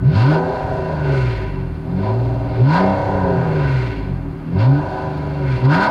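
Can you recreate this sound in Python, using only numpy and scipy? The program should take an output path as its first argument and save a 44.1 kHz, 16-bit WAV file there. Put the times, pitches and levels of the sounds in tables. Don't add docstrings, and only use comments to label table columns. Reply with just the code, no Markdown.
import sys
import numpy as np
from scipy import signal
from scipy.fft import rfft, irfft
from scipy.io import wavfile
from scipy.ndimage import uniform_filter1d

SR = 44100
rng = np.random.default_rng(int(sys.argv[2]) if len(sys.argv) > 2 else 0)


def wrap_up_sound(samples):
    columns = np.atleast_2d(samples).T
    tamed = np.clip(columns, -1, 1)
    steps = np.round(tamed * 32767).astype(np.int16)
    wavfile.write(sys.argv[1], SR, steps)


def gain_from_decibels(decibels):
    exponent = np.asarray(decibels, float) / 20
    return 10 ** exponent


N = 260190
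T = np.arange(N) / SR
HZ = np.fft.rfftfreq(N, 1 / SR)
CYLINDERS = 6


def evened(x):
    return x / np.sqrt(np.mean(x ** 2) + 1e-20)


def curves(rows):
    s, *columns = np.transpose(rows)
    return [np.interp(T, s, column) for column in columns]


def colour(points):
    f, db = np.transpose(points)
    return gain_from_decibels(np.interp(np.log(HZ + 1), np.log(f + 1), db, left=-120, right=-120))


def filtered(x, gain):
    return irfft(rfft(x) * gain, N)


def band(x, lo_hz, hi_hz):
    low_side = 1 + (lo_hz / (HZ + 1)) ** 20
    high_side = 1 + (HZ / hi_hz) ** 20
    return evened(filtered(x, 1 / np.sqrt(low_side * high_side)))


def wander(per_s, count=1):
    knots = rng.standard_normal((count, 400))
    place = T * np.clip(per_s, 1, 60)
    k = place.astype(int)
    blend = (1 - np.cos(np.pi * (place % 1))) / 2
    return knots[:, k] * (1 - blend) + knots[:, k + 1] * blend


def engine():
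    # (time [s], firing rate [Hz], firing tone rms [dB])
    blips = [
        [(0.0, 56, -25.5), (.08, 68.49, -30), (.12, 82.66, -27), (.17, 99.53, -10), (.31, 154, -13),
         (.45, 170.2, -25.5), (.62, 169.4, -45), (.88, 160.3, -26.5), (1.12, 138.7, -16)],
        [(1.28, 121.8, -15.5), (1.37, 110.7, -29.5), (1.76, 75.74, -29), (1.86, 79.63, -40), (2.0, 96.53, -22),
         (2.2, 120.2, -18), (2.48, 117.7, -23)],
        [(2.58, 115.8, -22.5), (2.62, 120.1, -7.5), (2.8, 187.5, -17.5), (2.9, 193, -17), (3.04, 198.3, -42.5),
         (3.13, 193.9, -24), (3.44, 164.3, -20.5), (3.78, 128.3, -14.5), (4.0, 103, -34)],
        [(4.12, 91.65, -25), (4.3, 76.98, -36), (4.46, 78.65, -67), (4.56, 89.85, -18), (4.69, 133.7, -7.5),
         (4.81, 150, -20), (4.9, 149.6, -52), (5.02, 153.7, -29), (5.4, 143.9, -22.5)],
        [(5.55, 127.1, -15), (5.6, 119.4, -27), (5.65, 128.6, -8.5), (5.71, 145.4, -11), (5.8, 194.1, -20.5),
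         (5.9, 219.5, -30.5)],
    ]
    inertia = int(0.035 * SR)
    pull_hz_per_s, coast_hz_per_s = 138, 50
    hz, tone_db = curves(sum(blips, []))
    hz = uniform_filter1d(hz, inertia, mode="nearest")
    slope = uniform_filter1d(np.gradient(hz) * SR, inertia, mode="nearest")
    pull = np.clip(slope / pull_hz_per_s, 0, 1)
    coast = np.clip(-slope / coast_hz_per_s, 0, 1)
    return hz, tone_db, pull, coast


def follow(cruise_db, share, octave_db, overrun_db, flare_db, gust_db=0.9, lag_s=0.0, steep=0.49, tips=0):
    # (time [s], level [dB])
    gas_flow = [(0.0, -43.5), (0.36, -24), (0.77, -28.5), (0.92, -28.5), (1.77, -41.5), (2.1, -28.5),
                (2.4, -31.5), (2.7, -33), (2.81, -24), (3.53, -28), (3.71, -34.5), (4.44, -43.5),
                (4.58, -30.5), (4.96, -28), (5.19, -33.5), (5.47, -31.5), (5.52, -37.5), (5.9, -22.5)]
    # (peak [s], rise [s], fall [s], level [dB])
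    overruns = [
        (1.2, 0.17, 0.27, -3),
        (3.72, .25, 0.28, -4),
        (5.54, 0.092, 0.12, -4),
    ]
    # (middle [s], half width [s], level [dB], extra ring of the tips [dB])
    flares = [(0.061, 0.028, -15.5, -1), (0.198, 0.078, 1.5, -13), (0.332, 0.056, 0, -4),
              (2.069, 0.081, -8, -12), (2.581, 0.17, -13, -11.5), (2.758, 0.06, 2, 4),
              (2.899, 0.094, -9, 4), (4.622, 0.049, -1.5, -6.5), (4.76, 0.077, -10.5, -5),
              (5.652, .015, -2, -15), (5.742, 0.047, 4, 6), (5.838, 0.045, 4, 14)]
    cruise_hz, cruise_flow_db = 150, -27.5
    tail_shape = 2.1
    t = T - lag_s
    ring, flare = np.zeros(N), np.zeros(N)
    for s, rise, fall, db in overruns:
        before = t < s
        away = abs((t - s) / np.where(before, rise, fall))
        ring += gain_from_decibels(db) * np.exp(-away ** np.where(before, 2, tail_shape))
    for s, half, db, tips_db in flares:
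        flare += gain_from_decibels(db + tips * tips_db) * np.exp(-((t - s) / half) ** 2)
    flow_db = share * (curves(gas_flow)[0] - cruise_flow_db)
    speed_db = octave_db * np.log2(engine()[0] / cruise_hz)
    steady = gain_from_decibels(cruise_db + flow_db + speed_db)
    power = steady ** 2 + (gain_from_decibels(overrun_db) * ring ** steep) ** 2 + (gain_from_decibels(flare_db) * flare ** steep) ** 2
    return 10 * np.log10(power) + gust_db * wander(12)[0]


def boom():
    # (multiple, level [dB], added under pull [dB], added when coasting [dB], share of the firing tone's swing)
    orders = [
        (.5, -28, -6.5, 3.5, 0.1),
        (1.5, -27, 2.5, 1.5, 0.35),
        (2, -31, 15.5, 3, 0.12),
        (3, -40.5, 17, -6.5, -0.47),
    ]
    # (frequency [Hz], width [Hz], level [dB])
    boom_modes = [(140, 21, 6.5), (179.3, 35.3, -4), (286, 38.4, -4.5), (384, 8, -6.5)]
    # (frequency [Hz], width [Hz], level [dB])
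    bank_modes = [(56, 30, -2.5), (94.6, 8.5, 2), (133.9, 18.6, 2.5), (283.7, 53, -2)]
    hz, tone_db, pull, coast = engine()
    turns = np.cumsum(hz) / SR
    waver = wander(22, count=10)
    out = gain_from_decibels(tone_db + 0.97 * waver[0]) * np.cos(2 * np.pi * turns + 0.051 * waver[5])
    for k, (multiple, db, pull_db, coast_db, share) in enumerate(orders):
        order = round(2 * multiple) / 2
        notes = bank_modes if order % 1 else boom_modes
        pipe_power = sum(gain_from_decibels(g_db) ** 2 / (1 + (2 * (order * hz - f) / w) ** 4) for f, w, g_db in notes)
        order_db = db + pull_db * pull + coast_db * coast + share * (tone_db + 24) + 2 * waver[k + 1]
        phase = 2 * np.pi * order * turns + 0.087 * order * waver[k + 6] + k
        out += gain_from_decibels(order_db) * np.sqrt(pipe_power) * np.cos(phase)
    return np.sqrt(2) * out


def gas_pulses(half_db=2, fade_db=-0.07):
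    hz = engine()[0]
    uneven_firing = 0.016 * wander(45)[0]
    cycle = 2 * np.pi * np.cumsum(hz) / SR / CYLINDERS + uneven_firing
    size = gain_from_decibels(4.5 * np.clip(rng.standard_normal((70, 26)), -2, 1.6))
    phase = 2 * np.pi * rng.random((70, 1)) + 0.3 * rng.standard_normal((70, 26))
    knots = np.linspace(0, N / SR, 26)
    out = np.zeros(N)
    for k in range(1, 70):
        if k % 3 or k > 12:
            db = half_db * (k % 3 == 0) + fade_db * max(k - 36, 0)
            swell = gain_from_decibels(db) * np.interp(T, knots, size[k])
            out += swell * np.cos(k * cycle + np.interp(T, knots, phase[k]))
    return evened(out) * np.sqrt(hz / 150)


def turbulence(chuff=0.12, gust_db=-0.15):
    turns = np.cumsum(engine()[0]) / SR
    puff = 1 + chuff * np.cos(2 * np.pi * turns) + 0.11 * np.cos(2 * np.pi * turns / CYLINDERS)
    gusts = gain_from_decibels(gust_db * wander(30)[0] + 0.43 * wander(3.4)[0])
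    return evened(rng.standard_normal(N) * puff * gusts)


def pipe_response():
    # (frequency [Hz], width [Hz], level [dB])
    pipe_modes = [(52, 71, -5), (103, 47, 3), (133.4, 41.7, 2.5), (180.3, 50, -6), (277.1, 14.6, -1.5),
                  (382.7, 7, 6.5), (422.5, 10.6, -6), (492.6, 22.2, -7.5), (548.2, 15.5, -1.5),
                  (636.4, 24, -2), (765, 21.8, -3), (857, 11.4, -3.5), (930.2, 17.5, -3), (992.5, 17, -3),
                  (1251, 11, -11), (1417, 34, -11.5), (1500, 21, -5), (1603, 17, -11), (2100, 110, -46),
                  (2147, 22, -15.5), (2356, 55, -22), (2723, 19, -20.5), (3255, 130, -35),
                  (3677, 100, -35.5), (4020, 130, -29.5), (4480, 630, -31.5), (4660, 71, -41.5)]
    # (frequency [Hz], level [dB])
    between = [(20, -35), (100, -16), (300, -23), (1000, -27.5), (1150, -22), (2000, -23.5), (3000, -36),
               (5000, -38), (5800, -49.5)]
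    modes = sum((-1) ** k * gain_from_decibels(db) / (1 + 2j * (HZ - f) / w) for k, (f, w, db) in enumerate(pipe_modes))
    return np.sqrt(abs(modes) ** 2 + colour(between) ** 2) * np.exp(1j * np.angle(modes))


def low_rumble(blown, rung, roar_db):
    pull = uniform_filter1d(engine()[2], int(0.15 * SR))
    rumble_db = -28 + 0.27 * (roar_db + 28) - 5 * pull
    mixed = blown + gain_from_decibels(-9.5) * (rung - blown)
    return gain_from_decibels(rumble_db + 2.1 * wander(9)[0]) * band(mixed, 31, 185)


def silencer_hum(rung):
    # (cruise level [dB], share of gas flow, rise per octave of speed [dB], overrun ring [dB], flare [dB])
    hum = (-35, 1.5, -7.3, -31.5, -44)
    # (middle [s], half width [s], level [dB])
    hum_swells = [(.37, 0.039, -16.5), (.5, 0.047, -19.5), (.78, 0.077, -27.5), (.92, 0.036, -25),
                  (1.129, 0.078, -23.5), (2.0, 0.027, -35), (2.25, 0.091, -29.5), (2.601, 0.032, -24),
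                  (2.84, .04, -20.5), (3.13, 0.089, -25), (3.29, .07, -20), (3.552, 0.13, -23.5),
                  (5.25, 0.025, -32)]
    swells = sum(gain_from_decibels(db) * np.exp(-((T - s) / half) ** 2) for s, half, db in hum_swells)
    return np.hypot(gain_from_decibels(follow(*hum, gust_db=0.0)), swells) * band(rung, 356, 458)


def outlet_spray(flow):
    # (frequency [Hz], level [dB per Hz])
    jet = [(5000, -7.5), (5700, -9.5), (6800, -12), (7300, -16.5), (9500, -19.5), (11000, -26.5),
           (14000, -30.5), (16000, -32.5)]
    # (cruise level [dB], share of gas flow, rise per octave of speed [dB], overrun ring [dB], flare [dB])
    spray = (-63, 0.53, 7, -51, -54.5)
    return gain_from_decibels(follow(*spray, steep=1.6)) * band(filtered(flow, colour(jet)), 4850, 17000)


def tailpipes():
    # (cruise level [dB], share of gas flow, rise per octave of speed [dB], overrun ring [dB], flare [dB])
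    drone = (-34.5, 0.4, -5.1, -39, -32)
    roar = (-27.5, 1.13, 4.2, -48, -31)
    outlet_tips = (-34, 1.22, 6, -39, -26.5)
    rasp = (-43, 0.37, 0.5, -33, -30)
    fizz = (-49.5, -0.31, 11, -33.5, -38.5)
    hiss = (-50.5, 0.36, 5, -40, -38)
    through = pipe_response()
    flow = turbulence()
    blown = filtered(flow, through)
    rung = blown + gain_from_decibels(-5) * filtered(gas_pulses(), through)
    roar_db = follow(*roar)
    out = low_rumble(blown, rung, roar_db)
    out += gain_from_decibels(follow(*drone, gust_db=1.5)) * band(rung, 190, 324.5)
    out += silencer_hum(rung)
    out += gain_from_decibels(roar_db) * band(rung, 490, 790)
    out += gain_from_decibels(follow(*outlet_tips, gust_db=2.0, lag_s=0.02, tips=1)) * band(rung, 1000, 1057)
    out += gain_from_decibels(follow(*rasp, steep=1.0)) * band(rung, 1212, 1790)
    out += gain_from_decibels(follow(*fizz, steep=0.82)) * band(rung, 1800, 3170)
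    out += gain_from_decibels(follow(*hiss, steep=1.14)) * band(blown, 2680, 5600)
    return out + outlet_spray(flow)


def open_air():
    # (frequency [Hz], level [dB per Hz])
    air = [(150, 19.5), (1000, 25.5), (3000, 2.5), (5000, -14.5), (6000, -8.5), (8000, -11.5), (11000, -10),
           (14000, -13.5), (16000, -19.5)]
    return gain_from_decibels(-43.5) * band(filtered(rng.standard_normal(N), colour(air)), 150, 17000)


def electric_whine():
    # (time [s], level [dB])
    whine = [(0, -86), (.3, -88), (1.3, -87), (1.5, -77), (2.62, -77), (2.7, -90), (5.9, -92)]
    hz = 9152 + 6 * wander(3)[0]
    return np.sqrt(2) * gain_from_decibels(curves(whine)[0]) * np.cos(2 * np.pi * np.cumsum(hz) / SR)


def pops(note_hz=125, t60_s=0.3):
    # (time [s], level [dB])
    burns = [
        (.07, -17),
        (2.999, -23.5),
        (3.229, -15),
        (3.298, -15),
        (3.361, -12),
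        (3.4, -14),
    ]
    t = np.arange(SR // 4) / SR
    attack = np.minimum(t / 0.017, 1)
    thud = attack * gain_from_decibels(-60 * t / t60_s) * np.sin(2 * np.pi * note_hz * t)
    out = np.zeros(N + SR)
    for s, db in burns:
        out[round(s * SR):][:len(t)] += gain_from_decibels(db) * thud
    return out[:N]


def metal_ticks():
    # (time [s], peak level [dB])
    ticks = [
        (0.0772, -55),
        (4.597, -65),
        (5.1788, -44),
        (5.6461, -49),
    ]
    strikes = np.zeros(N)
    for s, db in ticks:
        strikes[round(s * SR)] = gain_from_decibels(db + 11)
    click = signal.butter(2, 6500, "highpass", fs=SR)
    return signal.lfilter(*click, strikes)


def scene():
    exhaust = boom() + tailpipes() + pops()
    surroundings = open_air() + electric_whine() + metal_ticks()
    return (exhaust + surroundings)[None]


def roll_off(x):
    return signal.sosfilt(signal.butter(12, 15655, fs=SR, output="sos"), x)


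def record(dry):
    mix = 0.95 * np.tanh(dry / 0.95)
    return roll_off(mix)


dry = scene()
out = record(dry)
wrap_up_sound(out)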